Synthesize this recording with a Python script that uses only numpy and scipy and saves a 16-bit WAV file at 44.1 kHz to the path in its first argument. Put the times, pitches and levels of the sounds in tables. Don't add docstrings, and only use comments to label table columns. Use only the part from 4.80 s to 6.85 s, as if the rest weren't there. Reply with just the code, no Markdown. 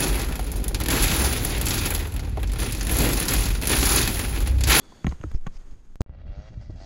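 import sys
import numpy as np
from scipy import signal
from scipy.fft import rfft, irfft, next_fast_len
from scipy.io import wavfile
from scipy.ndimage import uniform_filter1d, map_coordinates

SR = 44100
rng = np.random.default_rng(int(sys.argv[2]) if len(sys.argv) > 2 else 0)


def unload_audio(sound):
    columns = np.transpose(np.atleast_2d(sound))
    steps = np.round(np.clip(columns, -1, 1) * 32767)
    wavfile.write(sys.argv[1], SR, steps.astype(np.int16))


def voltage_ratio(level):
    return 10 ** (np.asarray(level, float) / 20)


N = 90405
CUT_S, BACK_S = 1.2172, 1.262

# time in seconds, hiss in dB, pressure in dB.
GLOVE_LEVELS = [(0, -54.5, -47), (.24, -52, -53), (.28, -51, -32), (.4, -57, -46), (.5, -55, -44),
                (.56, -60, -30), (.585, -64.5, -60), (.65, -61, -35), (.7, -61, -31.5), (.76, -57, -53),
                (.85, -60, -41.5), (.94, -59.5, -32.5), (.99, -65.5, -38.5), (1.05, -61.5, -43),
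                (1.15, -67, -43.5), (1.165, -65, -66), (1.2, -76.5, -42)]
# frequency in Hz, level in dB per Hz.
RUB_COLOUR = [(120, -8.5), (200, -7.5), (400, -13), (750, -19.5), (1450, -21), (2700, -28.5), (8000, -34),
              (15500, -50.5)]
# frequency in Hz, width in Hz, lift in dB.
HOUSING_RINGS = [(3300, 170, -8), (4840, 110, -10), (6640, 480, 6.5)]
# frequency in Hz, level in dB per Hz.
PRESS_COLOUR = [(12, 2), (25, 1.5), (80, -18.5), (150, -25.5), (400, -37), (800, -79)]
# start in seconds, length in seconds, level in dB.
FABRIC_STROKES = [
    (0.273, .047, -68),
    (0.484, 0.023, -63),
    (0.539, 0.04, -60.5),
    (0.72, 0.063, -62),
    (.905, 0.03, -70),
]
# frequency in Hz, level in dB per Hz.
FABRIC_COLOUR = [(500, 6), (1500, 0), (2800, 4), (3800, -3), (5000, 8), (6500, 1), (7600, -7), (15500, -31)]
# start in seconds, length in seconds, level in dB.
THUMB_SLIDES = [
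    (.276, 0.052, -61.5),
    (.671, 0.006, -53.5),
]
# frequency in Hz, level in dB per Hz.
PORT_COLOUR = [(1500, -18.5), (4500, 1.5), (5500, -13.5), (6500, 4), (7500, -8.5), (15500, -38)]
# start in seconds, peak in dB, length in seconds, brightness in dB.
FINGER_TAPS = [(0.121, -42.5, 0.015, -13.5), (0.2442, -26.5, 0.0088, -8), (0.2484, -38, 0.0094, -10),
               (0.273, -33, 0.0096, -14), (.3135, -41, 0.006, -3.5), (.2675, -23.5, 0.0097, -3),
               (0.2784, -35.5, 0.013, -6), (0.322, -29.5, 0.0093, -11), (.413, -37.5, 0.0028, -2.5),
               (0.433, -39, 0.0038, -3), (.4375, -29, 0.0057, -7.5), (0.514, -40.5, 0.0043, -3.5),
               (0.545, -43, 0.0053, -5), (.665, -36, 0.0052, -3.5), (0.6674, -30.5, 0.0075, -1.5),
               (0.674, -36.5, 0.0094, -7.5), (1.898, -54, 0.0095, -14), (2.017, -49, 0.0044, -19)]
# frequency in Hz, width in Hz, level in dB.
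SHELL_LOW = [(274, 129, 7.5), (736, 220, 1.5), (1106, 194, 2.5)]
# frequency in Hz, width in Hz, level in dB.
SHELL_HIGH = [(1960, 1210, 1), (3370, 1500, -6.5), (6460, 245, -4.5)]
# start in seconds, peak in dB, frequency
# in Hz, 60 dB fade in seconds.
PUSHES_IN = [(.2465, -10, 150, 0.019), (.271, -34, 53, .08), (.284, -20.5, 35, .1), (.403, -27, 96, 0.039),
             (.4405, -25.5, 167, 0.037), (.466, -25, 70, 0.13), (.545, -38.5, 312, 0.038),
             (.563, -44.5, 390, 0.024), (.538, -22, 44, 0.034), (.612, -26, 9.8, 0.18),
             (.670, -20, 155, 0.024), (.755, -31.5, 21.7, 0.52), (1.772, -29, 106, 0.13),
             (1.895, -29.5, 99, 0.095), (1.297, -28, 32, 0.072), (.3255, -28.5, 162, 0.0355),
             (.4405, -24.5, 304, 0.044), (.447, -24.5, 78, 0.082), (1.897, -34.5, 316, 0.04),
             (2.013, -37.5, 290, 0.023), (1.705, -52, 300, 0.038),
             (.5475, -10, 36, .05),
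]
# start in seconds, peak in dB, frequency in Hz, 60 dB fade in seconds.
PANEL_RINGS = [(.1215, -44, 1006, 0.027), (.2455, -31, 1224, 0.011), (.268, -21.5, 727, 0.014),
               (.3235, -35, 1110, 0.019), (.3235, -37.5, 400, 0.033), (.4375, -32.5, 1285, 0.02),
               (.438, -34.5, 1810, 0.013), (.667, -27.5, 764, 0.015), (.668, -33.5, 3300, 0.0079),
               (.668, -32, 1120, .02), (.668, -40, 4100, .008), (1.897, -40, 600, 0.022)]
# start in seconds, peak in dB, frequency
# in Hz, 60 dB fade in seconds.
PULLS_OUT = [(.2545, -16, 82, 0.037), (.268, -11.5, 180, 0.03), (.279, -18, 99, 0.036),
             (.294, -21.5, 67.3, 0.14), (.667, -21.5, 150, 0.012), (.5445, -29, 160, 0.014),
             (0.26, -25, 220, 0.014),
             (.572, -21, 13, .2),
]
FINAL_BLOW = 1.2079, -8.3, .00011, .0038, .4
# time in seconds, turns a second.
CRANK_SPEED = [(1.3, 88), (1.41, 96), (1.52, 95.5), (1.6, 102), (1.66, 107.5), (1.69, 107), (1.82, 99),
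               (1.96, 91), (2.05, 98)]
# first pulse in seconds, length in seconds, level in dB, growth in dB a second.
FIRING_FITS = [(1.3255, .025, -65, 380), (1.386, .005, -63, 0), (1.4045, .015, -65, 850),
               (1.4365, .005, -67, 0), (1.457, .026, -64, 400), (1.49, .025, -66, 0),
               (1.5195, .168, -54, -24), (1.7215, .025, -63, 250), (1.764, .015, -66, 0),
               (1.8125, .014, -60, 450), (1.848, .04, -67, 0), (1.906, .005, -59, 0),
               (1.9595, .025, -59, 0), (1.9915, .005, -62, 0), (2.0015, .06, -54.5, 30)]
# frequency in Hz, width in Hz, level in dB.
PIPE_CLOSED = [(590, 95, 1.5), (850, 140, -11), (1300, 160, -13), (1550, 250, -14), (1950, 100, -17)]
# frequency in Hz, width in Hz, level in dB.
PIPE_OPENED = [(655, 105, 1.5), (850, 130, -7), (1500, 300, -22), (2010, 140, -17)]
# frequency in Hz, level in dB per Hz.
RASP_COLOUR = [(300, -15), (700, -13.5), (1050, -10.5), (1500, -10), (2700, -17.5), (4600, -19),
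               (6600, -20.5), (11000, -38)]
# frequency in Hz, width in Hz, lift in dB.
FIN_RINGS = [(1950, 45, 8), (2300, 60, 4), (2770, 60, 10), (3310, 70, 6), (3890, 35, 10), (4430, 45, 14),
             (4700, 120, 4), (5000, 50, 8), (5730, 45, 10), (6480, 50, 14)]
# frequency in Hz, level in dB per Hz.
INTAKE_COLOUR = [(3400, -19), (4400, -1.5), (4700, 2), (5100, -1.5), (5700, -6.5), (6600, -11), (8000, -33)]
# time in seconds, level in dB.
WIND_LEVELS = [(1.265, -67), (1.3, -38.5), (1.344, -42), (1.37, -37), (1.4, -39), (1.5, -33),
               (1.536, -40.5), (1.6, -33.5), (1.656, -44.5), (1.716, -40.5), (1.74, -38.5), (1.8, -37.5),
               (1.84, -40.5), (1.88, -35.5), (1.938, -40), (1.966, -34), (2.0, -44.5), (2.05, -37)]
# frequency in Hz, level in dB per Hz.
BUFFET_COLOUR = [(12, -11), (20, 2), (60, 1), (130, -11.5), (230, -20.5), (400, -32.5), (700, -37),
                 (1500, -64.5)]
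# time in seconds, treble edge in Hz.
TREBLE_EDGE = [(1.262, 1480), (1.34, 2680), (1.5, 3700), (1.62, 5660), (2.05, 8100)]
# time in seconds, size in dB.
SWITCH_UP = [
    (.612, -44),
    (1.1572, -33.5),
]
# time in seconds, size in dB.
SWITCH_DOWN = [
    (0.5174, -33.5),
]
# time in seconds, size in dB.
SWITCH_LATE = [
    (1.2625, -39.5),
    (1.2948, -34),
]
# frequency in Hz, width in Hz, level in dB.
WHIRR_BANDS = [(3400, 200, 0), (4550, 320, -2)]


def unit(x):
    return x / np.sqrt(np.mean(x ** 2) + 1e-20)


def clock():
    return np.arange(N) / SR


def since(s):
    return np.maximum(clock() - s, 0)


def curves(rows):
    s, *cols = np.transpose(rows)
    return [np.interp(clock(), s, c) for c in cols]


def wobble(rate):
    knots = rng.standard_normal(int(N * rate / SR) + 4)
    return map_coordinates(knots, [np.arange(N) * rate / SR])


def filtered(x, response):
    m = next_fast_len(N + SR // 2)
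    return irfft(rfft(x, m) * response(np.fft.rfftfreq(m, 1 / SR)), m)[:N]


def rings(peaks):
    def response(f):
        total = 0
        for k, (c, w, db) in enumerate(peaks):
            total = total + (-1) ** k * voltage_ratio(db) * 1j * f * w / (c * c - f * f + 1j * f * w)
        return total
    return response


def soft(edge_hz):
    return lambda f: 1 / (1 + 1j * f / edge_hz) ** 2


def noise(spectrum, lifts=()):
    hz, db = np.transpose(spectrum)

    def response(f):
        colour = voltage_ratio(np.interp(np.log(f + 1), np.log(hz + 1), db))
        return colour * (1 + sum(voltage_ratio(g) / (1 + (2 * (f - c) / w) ** 2) for c, w, g in lifts))
    return unit(filtered(rng.standard_normal(N), response))


def swell(rows):
    level = np.zeros(N)
    for s, length, db in rows:
        level += voltage_ratio(db) * np.abs(np.sin(np.pi * np.minimum(since(s) / length, 1))) ** 0.48
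    return level


def taps():
    dull, sharp = np.zeros(N), np.zeros(N)
    for s, db, length, bright_db in FINGER_TAPS:
        t = since(s)
        burst = (t > 0) * voltage_ratio(db - 25 * t / length) * rng.standard_normal(N)
        dull += burst
        sharp += voltage_ratio(bright_db - 920 * t) * burst
    both = filtered(dull, rings(SHELL_LOW)) - filtered(sharp, rings(SHELL_HIGH))
    return voltage_ratio(10) * filtered(both, soft(29000))


def flexes(rows):
    total = np.zeros(N)
    for s, db, hz, t60 in rows:
        t = since(s)
        swing = 1.6 * np.sin(2 * np.pi * hz * t)
        total += voltage_ratio(db - 60 * t / t60) * swing * (1 - np.exp(-t / .0015))
    return total


def glove():
    rub_db, press_db = curves(GLOVE_LEVELS)
    rub = voltage_ratio(rub_db + 2.37 * np.tanh(wobble(39.7))) * noise(RUB_COLOUR, HOUSING_RINGS)
    press = voltage_ratio(press_db + 1.4 * wobble(11.83)) * noise(PRESS_COLOUR)
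    unevenness = voltage_ratio(4.8 * wobble(150.8))
    strokes = swell(FABRIC_STROKES) * noise(FABRIC_COLOUR) + swell(THUMB_SLIDES) * noise(PORT_COLOUR)
    return rub + press + unevenness * strokes


def last_blow():
    s, db, rise, sag, under = FINAL_BLOW
    lead_s, lead_share = .001, .3
    ring_db, ring_t60 = -33, .009
    jump = 1 / (1 + np.exp(-np.clip((clock() - s) / rise, -50, 50)))
    lead = lead_share * np.exp(np.minimum(clock() - s, 0) / lead_s) * (1 - jump)
    fall = (1 + under) * np.exp(-since(s) / sag) - under
    rattle = jump * voltage_ratio(ring_db - 60 * since(s) / ring_t60) * noise(PORT_COLOUR)
    return voltage_ratio(db) * (lead + jump * fall) + rattle


def engine():
    throttle_s, intake_s, clutch_s = 1.95, 1.8, 1.8
    misfire_db, gear_teeth = -69, 20.8
    t = clock()
    turns = np.cumsum(curves(CRANK_SPEED)[0] * (1 + .003 * wobble(60))) / SR

    def pulses(s):
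        first = turns[int(np.ceil(s * SR))]
        return np.diff(np.floor(turns - first), prepend=0) > 0

    fire, train = np.zeros(N), np.zeros(N)
    for s, length, db, growth in FIRING_FITS:
        lit = voltage_ratio(db + growth * since(s)) * (t >= s) * (t < s + length)
        fire += lit
        train += lit * pulses(s)
    train += voltage_ratio(misfire_db) * (fire == 0) * pulses(0)
    fire += voltage_ratio(misfire_db)
    train = train * voltage_ratio(1.2 * wobble(100)) * 21

    exhaust = filtered(train * (t < throttle_s), rings(PIPE_CLOSED))
    exhaust += filtered(train * (t >= throttle_s), rings(PIPE_OPENED))
    exhaust = voltage_ratio(22.5) * filtered(exhaust, soft(1600))

    gate = np.convolve(train, voltage_ratio(-60 * t[t < .05] / .05))[:N] / 20
    gate = gate + .5 * uniform_filter1d(fire, size=900)
    coast = voltage_ratio(-66.5 + 3.0 * wobble(25.04)) * noise(RASP_COLOUR, FIN_RINGS[:5])
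    suction = voltage_ratio(-10) * (t > intake_s) * gate * noise(INTAKE_COLOUR)
    whine = voltage_ratio(-73 + 3 * wobble(30.1)) * (t > clutch_s) * np.sin(2 * np.pi * gear_teeth * turns)
    rasp = voltage_ratio(-8.5) * gate * noise(RASP_COLOUR, FIN_RINGS)
    return -exhaust + rasp + coast + suction + whine


def wind():
    return voltage_ratio(curves(WIND_LEVELS)[0]) * unit(voltage_ratio(2.4 * wobble(35.03)) * noise(BUFFET_COLOUR))


def opening(x):
    hz, t, z = signal.stft(x, SR, nperseg=512)
    edge = np.interp(t, *np.transpose(TREBLE_EDGE))
    loss_db = 4 * np.maximum(hz[:, None] - edge, 0) / 1000
    return signal.istft(z * voltage_ratio(-loss_db), SR, nperseg=512)[1][:N]


def steps(rows):
    return sum(voltage_ratio(db) * (clock() > s) * np.exp(-since(s) / .012) for s, db in rows)


def whirr():
    level = voltage_ratio(-65 + 1.8 * wobble(65)) * (clock() < .245)
    bands = filtered(rng.standard_normal(N), lambda f: rings(WHIRR_BANDS)(f) ** 2)
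    return level * unit(bands)


def gap():
    return voltage_ratio(-72 - 1000 * since(CUT_S)) * noise([(100, 4), (700, -4), (1500, -57), (4000, -90)])


def scene():
    t = clock()
    knocks = taps() + flexes(PUSHES_IN + PANEL_RINGS) - flexes(PULLS_OUT)
    before = glove() + whirr() + knocks + last_blow() + steps(SWITCH_UP) - steps(SWITCH_DOWN)
    ride = np.minimum(since(BACK_S) / 0.0073, 1) * opening(engine() + wind())
    late_knocks = opening(knocks * (t > BACK_S))
    late_steps = filtered(steps(SWITCH_LATE), soft(1600))
    after = ride + late_knocks - late_steps + gap()
    return np.where(t < CUT_S, before, after)[None]


def roll_off(x):
    return signal.sosfilt(signal.butter(12, 16520, fs=SR, output="sos"), x)


def record(dry):
    shelf = lambda f: voltage_ratio(-12 * (1 + np.tanh((f - 15500) / 60)) / 2)
    mix = filtered(dry[0], shelf)[None]
    return roll_off(mix)


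dry = scene()
out = record(dry)
unload_audio(out)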